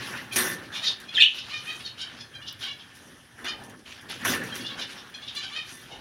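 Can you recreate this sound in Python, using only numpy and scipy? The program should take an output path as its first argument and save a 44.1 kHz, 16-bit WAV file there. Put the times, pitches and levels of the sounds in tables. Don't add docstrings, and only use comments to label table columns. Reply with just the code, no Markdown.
import sys
import numpy as np
from scipy import signal
from scipy.fft import rfft, irfft, next_fast_len
from scipy.io import wavfile
from scipy.ndimage import uniform_filter1d, map_coordinates

SR = 44100
rng = np.random.default_rng(int(sys.argv[2]) if len(sys.argv) > 2 else 0)


def amplitude_ratio(level_db):
    exponent = np.asarray(level_db, float) / 20
    return 10 ** exponent


def materialize(psi):
    bounded = np.clip(np.atleast_2d(psi).T, -1, 1)
    quanta = np.round(bounded * 32767).astype(np.int16)
    wavfile.write(sys.argv[1], SR, quanta)


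N = 264688
STEP = 32

# (time [s], length [s], pitch [Hz], level [dB], beak resonance [Hz])
CLEAR_CALLS = [(1.081, 0.035, 829, -36.5, 3400), (1.503, 0.096, 612, -33, 2640),
               (1.657, 0.099, 637, -33.5, 2680), (1.793, .04, 559, -43, 2970),
               (2.337, 0.05, 807, -40.5, 2800), (2.412, 0.039, 582, -41.5, 2900),
               (2.654, 0.1, 566, -36.5, 3100), (3.462, .058, 617, -29.5, 3400),
               (4.514, 0.038, 816, -36, 3230), (4.688, 0.065, 554, -38, 3000),
               (5.139, 0.032, 819, -35.5, 3200), (5.217, 0.042, 573, -39, 3330),
               (5.348, 0.072, 585.5, -32.5, 3820), (5.512, .15, 619, -34.5, 2830)]
BLURRED_CALLS = [(0.147, 0.057, 658, -38, 2280), (0.309, 0.045, 812, -33, 2410),
                 (0.724, 0.085, 595, -32, 3560), (0.818, 0.0495, 638, -29.5, 3900),
                 (1.978, 0.083, 765.5, -33.5, 3200), (2.607, 0.069, 790, -32.5, 3270),
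                 (3.439, 0.044, 705, -35, 3030), (4.589, 0.048, 564, -39, 3140),
                 (4.775, 0.048, 804, -37.5, 3520), (5.411, 0.058, 785, -33.5, 3280),
                 (5.903, 0.047, 727, -43.5, 3300)]
HARSH_CALLS = [(.001, 0.072, 720, -38.5, 2900), (0.843, 0.073, 638, -18, 3950),
               (1.354, .085, 598, -31.5, 3150), (1.56, 0.061, 634, -37.5, 5600),
               (1.833, 0.079, 633, -31.5, 4040), (2.176, 0.083, 888, -41, 5250),
               (2.457, 0.068, 632, -32.5, 3240), (2.784, 0.063, 579, -41.5, 3060),
               (4.641, 0.059, 587, -27.5, 3350), (4.799, 0.058, 610, -29.5, 3180),
               (4.958, 0.075, 615, -40.5, 5540), (5.266, 0.051, 608, -28, 3500)]
# (chest lift [dB], brightness [dB], peak [share of length], rise [dB], fall [dB],
# roundness of the top [exponent])
VOICES = [
    (1, -16, 0.399, 10.5, 20, 1.04),
    (-2.5, -11, 0.474, 15.5, 19.5, 1.16),
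    (-10, -1, 0.41, 14.5, 33, 0.97),
]
PITCH_JITTER = (.011, .03, .04)
LONGEST_CALL = (6800, 4400, 4600)
# (frequency [Hz], level [dB])
THROAT = [(400, -44), (700, -18.5), (1200, -9), (2000, -3.5), (2600, -4), (3300, 1), (4200, -3.5),
          (5500, -9), (7000, -19), (8000, -33), (10000, -22), (13000, -77)]
# (frequency [Hz], level [dB])
RASP = [(500, -67), (1200, -15.5), (2200, -27), (2900, 2.5), (3600, 4), (4400, -5.5), (5500, -13.5),
        (7000, -30), (8000, -59), (10000, -30), (13000, -75)]
# (time [s], pitch [Hz], level [dB])
CHIRP_WHISTLES = [
    [(1.138, 4570, -50), (1.152, 3690, -25), (1.17, 3120, -20.5), (1.193, 3200, -24)],
    [(1.177, 1950, -36), (1.182, 1723, -12), (1.19, 1840, -44), (1.23, 1770, -45)],
    [(1.183, 2600, -30.5), (1.204, 2590, -14), (1.217, 2510, -14.5)],
    [(1.203, 3616, -14.5), (1.215, 3494, -20), (1.24, 3520, -28)],
    [(1.203, 4250, -25), (1.21, 4380, -24.5), (1.228, 2750, -3)],
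    [(1.222, 2907, -11.5), (1.232, 2830, -14), (1.245, 2910, -26.5), (1.258, 2680, -25)],
]
# (frequency [Hz], t60 [s])
ROOM_DECAY = [(300, 0.23), (3000, 0.26), (10000, 0.12)]

# (time [s], wing stirring [dB], cage shaking [dB])
STIRRING = [(0, -41.5, -37), (.28, -53.5, -42.5), (.62, -51, -44.5), (.8, -63, -49), (1.049, -51, -47.5),
            (1.3, -47.5, -54.5), (1.5, -45, -49.5), (1.95, -56, -51), (2.4, -68, -49), (2.8, -57, -51),
            (3.299, -68, -55.5), (3.62, -77, -49), (3.85, -81, -57), (4.33, -39.5, -36.5),
            (4.6, -49.5, -41), (5.1, -56, -48.5), (5.5, -46, -51), (6, -53, -51)]
# (time [s], length [s], wing beat [dB], feather hiss over it [dB], wire rattle over it [dB])
FLURRIES = [(.001, 0.29, -51, 1.5, 11), (0.32, 0.12, -49, 10, -15), (0.353, .22, -35.5, 1.5, 2),
            (0.711, 0.15, -45, -9.5, 3.5), (0.817, 0.14, -39, -14.5, -5), (1.123, 0.13, -37.5, -19, -21),
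            (1.339, 0.074, -43.5, -8.5, -24), (1.595, 0.34, -49, -5, 1), (1.971, 0.072, -43.5, -17, -17),
            (2.068, .2, -46, -37, -4), (2.588, 0.13, -42.5, -10.5, -13), (2.918, 0.39, -70.5, 8.5, 10),
            (3.375, 0.12, -60, 2.5, 20), (3.53, 0.22, -57.5, -22, 1), (3.851, .17, -42.5, -16.5, -13),
            (4.086, 0.1, -38, -17, -25), (4.17, 0.18, -45, -10, 5), (4.241, .15, -31, -1.5, 0),
            (4.413, 0.06, -48, -16, -7), (4.537, .08, -42, -3, -31), (4.77, 0.097, -43, -9, 3.5),
            (4.864, 0.16, -46.5, -9, -11), (5.335, 0.075, -48, -9, -18), (5.642, 0.28, -58.5, 7, -13)]
# (time [s], length [s], level [dB])
SHOVES = [
    (0.344, 0.39, -41),
    (2.994, 0.26, -55),
    (3.418, 0.52, -50.5),
    (4.258, 0.28, -38),
    (4.5, 0.45, -47.5),
]
# (time [s], peak [dB], t60 [s], body [dB])
KNOCKS = [(0.3593, -10, 0.44, -2.5), (1.001, -33.5, 0.16, -3), (2.952, -41, 0.27, -9),
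          (3.393, -46, 0.35, 14), (3.445, -32, 0.28, 16.5), (3.638, -38.5, 0.19, 3),
          (3.697, -38.5, 0.18, 4), (3.791, -46, 0.09, -16), (4.0098, -40, 0.17, -13),
          (4.0977, -34.5, 0.17, 13.5), (4.249, -18.5, 0.45, 9), (4.437, -30.5, 0.32, -8),
          (4.555, -24, 0.27, -17), (5.3495, -33, 0.2, -12)]
# (frequency [Hz], width [Hz], level [dB])
WIRE_MODES = [(243, 9, 1), (372, 7, 5), (1100, 12, -5), (1535, 5, 1), (1783, 5, 6), (2000, 30, -3),
              (3545, 14, -2), (5750, 60, -8)]
# (time [s], peak [dB])
HUSK_CRACKS = [
    (2.4942, -41),
    (2.5273, -29),
    (5.0998, -44),
]
# (time [s], length [s], level [dB])
DISH_PUSHES = [
    (3.504, 0.26, -48.5),
    (5.87, .2, -49),
]

# (frequency [Hz], density [dB per Hz])
FEATHER_SPECTRUM = [(2940, -23.5), (5000, -11), (5970, -6), (7820, -16), (9260, -7), (10800, -6.5),
                    (15000, -41.5), (15800, -51)]
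BEAT_SPECTRUM = [(880, -8.5), (1500, -1.5), (1790, -4), (2640, 1.5), (3250, 2), (5810, -8), (7500, -19),
                 (9750, -57), (16500, -120)]
FIZZ_SPECTRUM = [(9000, -15), (12000, 0), (15500, -7), (16000, -7)]
RATTLE_SPECTRUM = [(260, -10), (450, -15.5), (784, -2.5), (1080, -4), (1340, -0.5), (1730, 4.5),
                   (2100, -4.5), (3000, -7.5), (3900, -41), (6600, -120)]
TRAY_SPECTRUM = [(71, -41), (120, -11.5), (161, -2.5), (242, -2.5), (296, -2), (372, -7), (600, -8.5),
                 (780, -61), (1320, -120)]
STAND_SPECTRUM = [(30, -39), (60, -11), (102, 7), (130, 11), (170, -26.5)]
SCRAPE_SPECTRUM = [(400, -7), (700, -4.5), (810, 3.5), (950, -4), (1600, -40)]
HUM_SPECTRUM = [(24, -26), (40, 0.5), (83, 5), (209, -0.5), (431, -11), (805, -8.5), (890, -12),
                (1620, -21.5), (2300, -22), (3190, -4.5), (3890, -15), (6110, -13), (7460, -25.5),
                (10300, -12), (15800, -47)]

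SCOOP, SAG = 0.088, 0.029
HIGH_BIRD_HZ = 690
HARSH_DROP_PER_S = 1.3
CHEST_DB_PER_KHZ, BRIGHT_DB_PER_KHZ = 1, 4
HISS_DB, RUMBLE_DB = -20, -9.5
TRAY_DB, SHOVE_RATTLE_DB = -12.5, -12
STRIKE_DB = 26
RING_ON_S = 0.18
FIZZ_DB, FIZZ_GROWS = -10.5, 1.2
BOOM_DB, BOOM_GROWS = -12, 1.04


def unit(x):
    return x / np.sqrt(np.mean(x ** 2) + 1e-20)


def along(points, hz):
    f, v = np.transpose(points)
    return np.interp(np.log(hz + 1), np.log(f + 1), v)


def wobble(rate, size=N):
    knots = rng.standard_normal(int(size * rate / SR) + 4)
    return map_coordinates(knots, [np.arange(size) * rate / SR])


def filtered(x, response):
    m = next_fast_len(N + SR // 2)
    return irfft(rfft(x, m) * response(np.fft.rfftfreq(m, 1 / SR)), m)[:N]


def rustle(spectrum, grain_db, grain_rate, patchy_db=3.0):
    grainy = rng.standard_normal(N) * amplitude_ratio(grain_db * wobble(grain_rate))
    z = signal.stft(grainy, nperseg=256)[2]
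    patches = uniform_filter1d(rng.standard_normal(z.shape), size=6, axis=0)
    patches = uniform_filter1d(patches, size=12, axis=1)
    grains = signal.istft(z * amplitude_ratio(patchy_db * unit(patches)), nperseg=256)[1][:N]
    return unit(filtered(grains, lambda hz: amplitude_ratio(along(spectrum, hz))))


def add(track, start, x):
    track[start:start + len(x)] += x[:len(track) - start]


def swell(start, length):
    u = np.clip((np.arange(0, N, STEP) / SR - start) / length, 0, 1)
    return np.abs(np.sin(np.pi * u ** 0.68)) * (u < 1)


def smooth(control):
    return np.interp(np.arange(N), np.arange(len(control)) * STEP, control)


def stack(pitch, throat, jitter, chest_db, bright_db, beak_hz, shimmer_db):
    k = np.arange(1, 20)[:, None]
    unsteady = pitch * (1 + (.009 + jitter) * wobble(350, size=len(pitch)))
    phase = 2 * np.pi * np.cumsum(unsteady) / SR
    hz = k * pitch
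    bright = (bright_db + 12.5) * np.clip((hz - 3800) / 1500, 0, 1)
    chest = chest_db * (hz < 2300) * (k > 1)
    beak = 7.8 * np.exp(-((hz - beak_hz) / 450) ** 2)
    flicker = 3.6 * wobble(70.34, size=k.size * len(pitch)).reshape(k.size, -1)
    gain = amplitude_ratio(along(throat, hz) + bright + chest + beak + flicker)
    harmonics = np.sum(gain * np.sin(k * phase + 0.289 * k * k), axis=0)
    tone = harmonics / np.sqrt(np.sum(gain ** 2, axis=0) / 2)
    return tone * amplitude_ratio(shimmer_db * wobble(195, size=len(pitch)))


def nasal_voice(pitch_hz, beak_hz, jitter, chest_db, bright_db, before, after):
    bend = SCOOP * (pitch_hz < HIGH_BIRD_HZ) * before ** 2 + SAG * after ** 2
    chest = chest_db + CHEST_DB_PER_KHZ * (3000 - beak_hz) / 1000
    bright = bright_db + BRIGHT_DB_PER_KHZ * (beak_hz - 3000) / 1000
    return stack(pitch_hz * (1 - bend), THROAT, jitter, chest, bright, beak_hz, shimmer_db=0.5)


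def harsh_voice(pitch_hz, beak_hz, jitter, chest_db, bright_db, t):
    pitch = pitch_hz * (1 - HARSH_DROP_PER_S * t)
    return amplitude_ratio(-3.5) * stack(pitch, RASP, jitter, chest_db, bright_db, beak_hz, shimmer_db=3)


def calls():
    out = np.zeros(N)
    kinds = zip((CLEAR_CALLS, BLURRED_CALLS, HARSH_CALLS), PITCH_JITTER, LONGEST_CALL, VOICES)
    for rows, jitter, size, (chest_db, bright_db, peak, rise_db, fall_db, rounded) in kinds:
        t = np.arange(size) / SR
        for start, length, pitch_hz, db, beak_hz in rows:
            before = np.clip(1 - t / length / peak, 0, 1)
            after = np.clip((t / length - peak) / (1 - peak), 0, 1)
            edges = np.clip(np.minimum(t, length - t) / 0.0021, 0, 1)
            level = edges * amplitude_ratio(db - rise_db * before ** rounded - fall_db * after ** rounded)
            if rows is HARSH_CALLS:
                voice = harsh_voice(pitch_hz, beak_hz, jitter, chest_db, bright_db, t)
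            else:
                voice = nasal_voice(pitch_hz, beak_hz, jitter, chest_db, bright_db, before, after)
            add(out, round(start * SR), level * voice)
    return out


def room(x):
    hz, t, z = signal.stft(rng.standard_normal(SR // 2), SR, nperseg=256)
    decay = amplitude_ratio(-60 * t / along(ROOM_DECAY, hz)[:, None])
    tail = signal.istft(z * decay, SR, nperseg=256)[1]
    delayed = np.pad(x, (130, 0))
    return signal.fftconvolve(delayed, tail / np.linalg.norm(tail))[:N]


def hum():
    return amplitude_ratio(-57) * rustle(HUM_SPECTRUM, 0.33, 6.75, patchy_db=2.5)


def restlessness():
    s, *levels = np.transpose(STIRRING)
    return [np.interp(np.arange(0, N, STEP) / SR, s, db) for db in levels]


def motion():
    t = np.arange(0, N, STEP) / SR
    wing_db, shake_db = restlessness()
    hiss, beat = amplitude_ratio(wing_db + HISS_DB), amplitude_ratio(wing_db)
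    rattle, rumble = amplitude_ratio(shake_db), amplitude_ratio(shake_db + RUMBLE_DB)
    for start, length, db, hiss_db, rattle_db in FLURRIES:
        stroke = amplitude_ratio(db) * swell(start, length)
        hiss = np.hypot(hiss, amplitude_ratio(hiss_db) * stroke)
        beat = np.hypot(beat, stroke)
        rattle = np.hypot(rattle, amplitude_ratio(rattle_db) * stroke)
        rumble = np.hypot(rumble, amplitude_ratio(rattle_db + TRAY_DB) * stroke)
    for start, length, db in SHOVES:
        push = amplitude_ratio(db) * swell(start, length)
        rumble = np.hypot(rumble, push)
        rattle = np.hypot(rattle, amplitude_ratio(SHOVE_RATTLE_DB) * push)
    for start, db, t60, body_db in KNOCKS:
        since = np.abs(t - start)
        dying = (t >= start) * amplitude_ratio(db - 15 - 60 * since / t60)
        hiss = np.hypot(hiss, dying)
        rattle = np.hypot(rattle, amplitude_ratio(body_db) * dying)
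        beat = np.hypot(beat, amplitude_ratio(-1.0) * dying)
        hiss = hiss + amplitude_ratio(-3) * dying * amplitude_ratio(-60 * since / .01)
    keep = amplitude_ratio(-60 * STEP / SR / RING_ON_S) ** 2
    stored = signal.lfilter([1 - keep], [1, -keep], rattle ** 2)
    rattle = np.sqrt(np.maximum(rattle ** 2, stored))
    return map(smooth, (hiss, beat, rattle, rumble))


def feathers(hiss, beat):
    flutter = amplitude_ratio(1.5 * wobble(14))
    rubbing = hiss * rustle(FEATHER_SPECTRUM, 2.5, 600)
    beating = beat * rustle(BEAT_SPECTRUM, 1.8, 300)
    return flutter * (rubbing + beating)


def fizz(hiss):
    level = amplitude_ratio(FIZZ_DB - 33) * (hiss / amplitude_ratio(-38)) ** FIZZ_GROWS
    return level * rustle(FIZZ_SPECTRUM, 2.4, 600)


def shaking(rattle, rumble):
    wire_rattle = amplitude_ratio(-3.5) * rattle * rustle(RATTLE_SPECTRUM, 0.75, 220)
    return wire_rattle + rumble * rustle(TRAY_SPECTRUM, 0.74, 40, patchy_db=1.5)


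def wire_response(f):
    total = 0
    for k, (centre, width, db) in enumerate(WIRE_MODES):
        damping = 1j * f * width
        total = total + (-1) ** k * amplitude_ratio(db) * damping / (centre * centre - f * f + damping)
    return total


def wires(shake, hiss):
    blows = np.zeros(N)
    for start, db, _, body_db in KNOCKS:
        blows[round(start * SR)] = amplitude_ratio(db + body_db + STRIKE_DB)
    brushing = amplitude_ratio(21) * hiss * rng.standard_normal(N)
    return filtered(blows + amplitude_ratio(1) * shake + brushing, wire_response)


def stand():
    shake_db = restlessness()[1]
    level = amplitude_ratio(BOOM_DB - 50 + BOOM_GROWS * (shake_db + 52.5))
    return smooth(level) * rustle(STAND_SPECTRUM, 0.95, 8)


def cage():
    hiss, beat, rattle, rumble = motion()
    shake = shaking(rattle, rumble)
    return feathers(hiss, beat) + fizz(hiss) + shake + wires(shake, hiss) + stand()


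def chirp():
    out = np.zeros(N)
    for rows in CHIRP_WHISTLES:
        s, pitch_hz, level_db = np.transpose(rows)
        t = np.arange(s[0], s[-1], 1 / SR)
        pitch, db = np.interp(t, s, pitch_hz), np.interp(t, s, level_db)
        fade = np.clip(np.minimum(t - s[0], s[-1] - t) / .001, 0, 1)
        phase = 2 * np.pi * np.cumsum(pitch * (1 + .019 * wobble(500, size=len(t)))) / SR
        throb = 1 + .6 * np.cos(2 * np.pi * 170 * np.arange(len(t)) / SR - 2.5)
        overtones = amplitude_ratio(-27.5) * np.sin(2 * phase) + amplitude_ratio(-36) * np.sin(3 * phase)
        overtones += amplitude_ratio(-45) * (np.sin(4 * phase) + np.sin(5 * phase))
        add(out, round(s[0] * SR), fade * throb * amplitude_ratio(db - 1.0) * (np.sin(phase) + overtones))
    return out


def husks():
    out = np.zeros(N)
    t = np.arange(SR // 50) / SR
    for start, db in HUSK_CRACKS:
        click = amplitude_ratio(db - 5.0 - 60 * t / 0.016) * rng.standard_normal(len(t))
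        add(out, round(start * SR), click)
    return filtered(out, lambda hz: 1 / (1 + (9000 / (hz + 1)) ** 8))


def dish():
    effort = sum(amplitude_ratio(db) * swell(start, length) for start, length, db in DISH_PUSHES)
    return smooth(effort) * rustle(SCRAPE_SPECTRUM, 1.1, 80)


def scene():
    far, near = calls(), chirp()
    birds = near + far + room(amplitude_ratio(-1.0) * near + amplitude_ratio(-1.5) * far)
    return (birds + cage() + husks() + dish() + hum())[None]


def top_cut(x):
    return signal.sosfilt(signal.butter(12, 16690, fs=SR, output="sos"), x)


def record(dry):
    heard = filtered(dry[0], lambda hz: (hz < 15830) * hz ** 2 / (hz ** 2 + 39 ** 2))
    return top_cut(heard[None])


dry = scene()
out = record(dry)
materialize(out)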